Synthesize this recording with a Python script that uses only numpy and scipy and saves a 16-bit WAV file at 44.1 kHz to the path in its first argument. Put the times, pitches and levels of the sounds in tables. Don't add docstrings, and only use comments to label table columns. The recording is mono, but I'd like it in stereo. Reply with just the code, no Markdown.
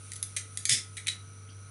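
import sys
import numpy as np
from scipy import signal
from scipy.fft import rfft, irfft, next_fast_len
from scipy.io import wavfile
from scipy.ndimage import map_coordinates

SR = 44100
rng = np.random.default_rng(int(sys.argv[2]) if len(sys.argv) > 2 else 0)


def master(y):
    cut = np.clip(np.atleast_2d(y).T, -1, 1)
    pcm = np.round(cut * 32767)
    wavfile.write(sys.argv[1], SR, pcm.astype(np.int16))


def voltage_ratio(decibels):
    exponent = np.asarray(decibels, float) / 20
    return 10 ** exponent


N = 74970


def unit(x):
    return x / np.sqrt(np.mean(x ** 2) + 1e-20)


def along(points, hz):
    f, v = np.transpose(points)
    return np.interp(np.log(hz + 1), np.log(f + 1), v)


def curve(rows):
    return np.interp(np.arange(N) / SR, *np.transpose(rows))


def wobble(rate):
    knots = rng.standard_normal(int(N * rate / SR) + 4)
    return map_coordinates(knots, [np.arange(N) * rate / SR])


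def filtered(x, response):
    m = next_fast_len(x.shape[-1] + 4096)
    spectrum = rfft(x, m) * response(np.fft.rfftfreq(m, 1 / SR))
    return irfft(spectrum, m)[..., :x.shape[-1]]


def peaks(table, f):
    total = 0
    for k, (centre, width, db) in enumerate(table):
        ring = 1j * f * width / (centre * centre - f * f + 1j * f * width)
        total = total + (-1) ** k * voltage_ratio(db) * ring
    return total


def sides(pair, gain, alike):
    turn = lambda hz: np.arccos(np.clip(along(alike, hz), -1, 1)) / 2
    mid, side = filtered(pair, lambda hz: gain(hz) * [np.cos(turn(hz)), np.sin(turn(hz))])
    return np.array([mid + side, mid - side])


def rush(gain, alike):
    return unit(sides(rng.standard_normal((2, N)), gain, alike))


# t/s, level/dB
FLOW = [(0.0, -55), (0.51, -56.5), (0.628, -56), (0.804, -58), (1.7, -63)]
# f/Hz, width/Hz, level/dB
JET = [(2350, 680, -3.5), (4212, 2000, -6), (5875, 1500, -4), (9597.3, 570, 9)]
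# f/Hz, level/dB
JET_BED = [(1500, -22), (3000, -16.5), (7500, -18.5), (11000, -8.5)]
# f/Hz, likeness (1 = same)
JET_ALIKE = [(2000, 0.033), (10000, .15)]


def jet():
    hiss = rush(lambda f: np.abs(peaks(JET, f)) ** 1.1 + voltage_ratio(along(JET_BED, f)), JET_ALIKE)
    pan = voltage_ratio(np.array([[-.8], [.8]]))
    return hiss * voltage_ratio(curve(FLOW) + 6.0 + wobble(13.4)) * pan


# t/s, level/dB
SONG = [(0, -60), (.75, -58), (.9, -62), (1.3, -58), (1.45, -59), (1.7, -58)]
# f/Hz, width/Hz, level/dB
TUBE = [(5950, 380, 0), (4050, 350, -6), (2250, 350, -5)]


def tube_song():
    song = rush(lambda f: np.abs(peaks(TUBE, f)) ** 2, JET_ALIKE)
    return song * voltage_ratio(curve(SONG) + wobble(20))


SHAFT_HZ = 49.25
# multiple of shaft speed, level/dB rms, unsteadiness/dB
ORDER = [(2, -48.3, .9), (3, -67, 3), (5, -77, 1), (6, -77, 1), (9, -69.5, 1.2), (26, -64.5, .6),
         (29, -71, .8), (31, -76, .6)]
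# f/Hz, level/dB per Hz
AIR = [(12, -66), (20, -38.5), (43, -20.5), (98, -10), (385, -19.5), (947, -27.5), (1280, -20),
       (1810, -29.5), (5000, -32), (6500, -69), (11000, -120)]
AIR_DB, WHIR_DB = -58.5, -68
# f/Hz, width/Hz, level/dB
WHIR = [(1374, 320, 0)]
# f/Hz, likeness
AIR_ALIKE = [(40, 1), (150, 0.85), (500, 0.35), (3000, 0.1)]


def motor():
    speed = SHAFT_HZ * (1 + 0.00135 * wobble(3.24))
    turn = 2 * np.pi * np.cumsum(speed) / SR
    out = voltage_ratio(AIR_DB) * rush(lambda f: voltage_ratio(along(AIR, f)) * (f < 5000), AIR_ALIKE)
    out = out + voltage_ratio(WHIR_DB) * rush(lambda f: np.abs(peaks(WHIR, f)) ** 2, AIR_ALIKE)
    for k, db, unsteady_db in ORDER:
        lead = 0.014 * k * np.array([[.5], [-.5]])
        level = np.sqrt(2) * voltage_ratio(db + unsteady_db * wobble(17.1))
        out = out + level * np.sin(k * turn + lead + rng.uniform(0, 2 * np.pi))
    return out


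# f/Hz, t60/s
WALLS = [(1000, 0.27), (3000, 0.26), (6000, 0.24), (11000, 0.18)]
WALL_DB, WALL_DELAY_S = -2.5, .003


def walls(x):
    hz, t, z = signal.stft(rng.standard_normal((2, SR // 2)), SR, nperseg=256)
    fade = voltage_ratio(-60 * t / along(WALLS, hz)[:, None])
    tail = signal.istft(z * fade, SR, nperseg=256)[1]
    tail = tail / np.linalg.norm(tail[0])
    late = np.pad(x, (round(WALL_DELAY_S * SR), 0))[None]
    return voltage_ratio(WALL_DB) * signal.fftconvolve(late, tail, axes=1)[:, :len(x)]


def placed(x, pan_db):
    return (x + walls(x[1])) * voltage_ratio(np.array([[pan_db / 2], [-pan_db / 2]]))


# f/Hz, left-right likeness
NEAR_ALIKE = [(1500, -0.17), (2500, 0.51), (4000, 0.53), (6000, -0.11), (11000, -0.19)]
SNAP, HAND_PAN_DB = 3.03, -2


def strike(s, db, t60, response):
    t = np.arange(SR // 2) / SR
    rattle = voltage_ratio(-60 * t / t60) * (1 - np.exp(-t / 0.0011)) * rng.standard_normal((2, len(t)))
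    rattle = rattle * voltage_ratio(2.55 * wobble(535)[:len(t)])
    snap = np.zeros(len(t))
    snap[0] = SNAP
    hit = filtered(snap, response) + sides(rattle, response, NEAR_ALIKE)
    out = np.zeros((2, N + SR))
    out[:, round(s * SR):][:, :len(t)] = placed(voltage_ratio(db + 2) * hit / np.abs(hit).max(), HAND_PAN_DB)
    return out[:, :N]


LOW_CUT_HZ = 1650


def small(f):
    return peaks([(LOW_CUT_HZ, LOW_CUT_HZ, 0)], f + 1) ** 2 * (1j * f / LOW_CUT_HZ) ** 2


def contacts(rows, body):
    low, middle, top = body
    out = 0
    for s, db, t60, low_db, top_db in rows:
        def response(f):
            ring = voltage_ratio(low_db) * peaks(low, f) + peaks(middle, f) + voltage_ratio(top_db) * peaks(top, f)
            return small(f) * ring
        out = out + strike(s, db, t60, response)
    return out


# t/s, peak level/dB, rattle t60/s, low ring/dB, top ring/dB
TICKS = [(.1187, -25.5, 0.013, -7, 1), (.1349, -26, 0.0093, -31, 11.5), (.1578, -29.5, 0.038, -8, 9),
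         (.2279, -13, 0.0096, -17, 14.5), (.2313, -26.5, 0.004, -6, 9), (.5733, -17.5, 0.014, -8.5, 6.5),
         (.6539, -12.5, .014, -9.5, 2.5), (.6932, -19, 0.0097, -6, -15), (.695, -8.5, 0.0073, -6, -1)]
# f/Hz, width/Hz, level/dB
WHEEL = [
    [(2110, 560, 0)],
    [(3610, 760, -6.5), (4900, 520, -3.5), (6125, 560, 0.5), (8540, 2230, -1.5)],
    [(10530, 480, 1)],
]


def ticks():
    return contacts(TICKS, WHEEL)


# t/s, level/dB
JOLTS = [
    (.23, -68),
    (.715, -50),
    (1.07, -56),
]
JOLT_S = 0.0084


def jolts():
    t = np.arange(N) / SR
    bump = lambda u: np.exp(-u * u) * u * np.array([[1], [.6]])
    return sum(voltage_ratio(db) * bump((t - s) / JOLT_S) for s, db in JOLTS)


# t/s, peak level/dB, rattle t60/s, low ring/dB, top ring/dB
KNOCKS = [(.365, -12.5, 0.036, 7, 6), (.9692, -23.5, 0.039, 8.5, 4), (.978, -28.5, .045, 7, 1),
          (1.0645, -36, 0.015, 4, -19), (1.0702, -15, 0.02, 5, 0.5), (1.0818, -15, 0.032, -2, -7)]
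# f/Hz, width/Hz, level/dB
SHELL = [
    [(2104, 417, 1)],
    [(3020, 610, -5), (3905, 290, 6)],
    [(6590, 1020, -0.5), (7140, 2100, -11.5), (9040, 2610, 4)],
]


def knocks():
    return contacts(KNOCKS, SHELL)


# t/s, peak level/dB, f/Hz
CREAKS = [(.366, -47.5, 552), (0.366, -50, 1220), (.717, -53, 409), (1.475, -54, 2170), (1.4895, -47, 3000),
          (1.502, -62, 2200), (1.501, -52, 4900)]
CREAK_T60_S, CREAK_Q = .025, 6


def creaks():
    out = 0
    for s, db, hz in CREAKS:
        out = out + strike(s, db, CREAK_T60_S, lambda f: peaks([(hz, hz / CREAK_Q, 0)], f) ** 2)
    return out


# t/s, level/dB
RASP = [(.691, -27), (.696, -25.5), (.705, -22.5), (.725, -21), (.745, -27), (.76, -34), (.79, -37)]
# f/Hz, level/dB per Hz
RASP_COLOUR = [(530, -70), (900, -47), (1990, -3), (2930, -8), (3360, 0.5), (4150, -5.5), (5410, -2.5),
               (9870, 5), (11200, 2.5), (14600, -39), (22000, -120)]
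# f/Hz, width/Hz, level/dB
RASP_RING = [(1960, 540, 5.5), (3564, 680, 0.5), (5230, 350, 10.5)]
GRIT_DB, RASP_PAN_DB = 2, -2.5


def rasp():
    t = np.arange(N) / SR
    grit = rng.standard_normal((2, N)) * voltage_ratio(GRIT_DB * wobble(600) + 0.27 * wobble(89.7))
    colour = lambda f: voltage_ratio(along(RASP_COLOUR, f)) * (1 + np.abs(peaks(RASP_RING, f)))
    touching = (t > RASP[0][0]) * (t < RASP[-1][0])
    scrape = unit(sides(grit, colour, NEAR_ALIKE)) * voltage_ratio(curve(RASP)) * touching
    return placed(scrape, RASP_PAN_DB)


PUFF_S, PUFF_DB, PUFF_HZ, PUFF_LEN_S = .7, -34, 119.2, 0.0457
FLUTTER_DB, FLUTTER_HZ, FLUTTER_T60_S = -41.5, 187, 0.33


def puff():
    u = np.maximum(np.arange(N) / SR - PUFF_S, 0)
    swell = np.sin(np.pi * np.minimum(u / PUFF_LEN_S, .999)) ** 1.65
    thump = swell * np.sin(2 * np.pi * PUFF_HZ * u - 1.2)
    flutter = unit(filtered(rng.standard_normal(N), lambda f: peaks([(FLUTTER_HZ, 240, 0)], f) ** 2))
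    fade = voltage_ratio(FLUTTER_DB - 60 * u / FLUTTER_T60_S) * (1 - np.exp(-(u / 0.02) ** 2))
    return voltage_ratio(PUFF_DB) * thump + fade * flutter


def scene():
    lighter = ticks() + jolts() + knocks() + creaks() + rasp() + puff()
    return jet() + tube_song() + motor() + lighter


def roll_off(x):
    return signal.sosfilt(signal.butter(12, 12280, fs=SR, output="sos"), x)


TOP_HZ = 11050


def record(dry):
    limit = lambda f: 1 / np.sqrt(1 + np.minimum(f / TOP_HZ, 1.1) ** 400)
    mix = filtered(dry, limit)
    return roll_off(mix)


dry = scene()
out = record(dry)
master(out)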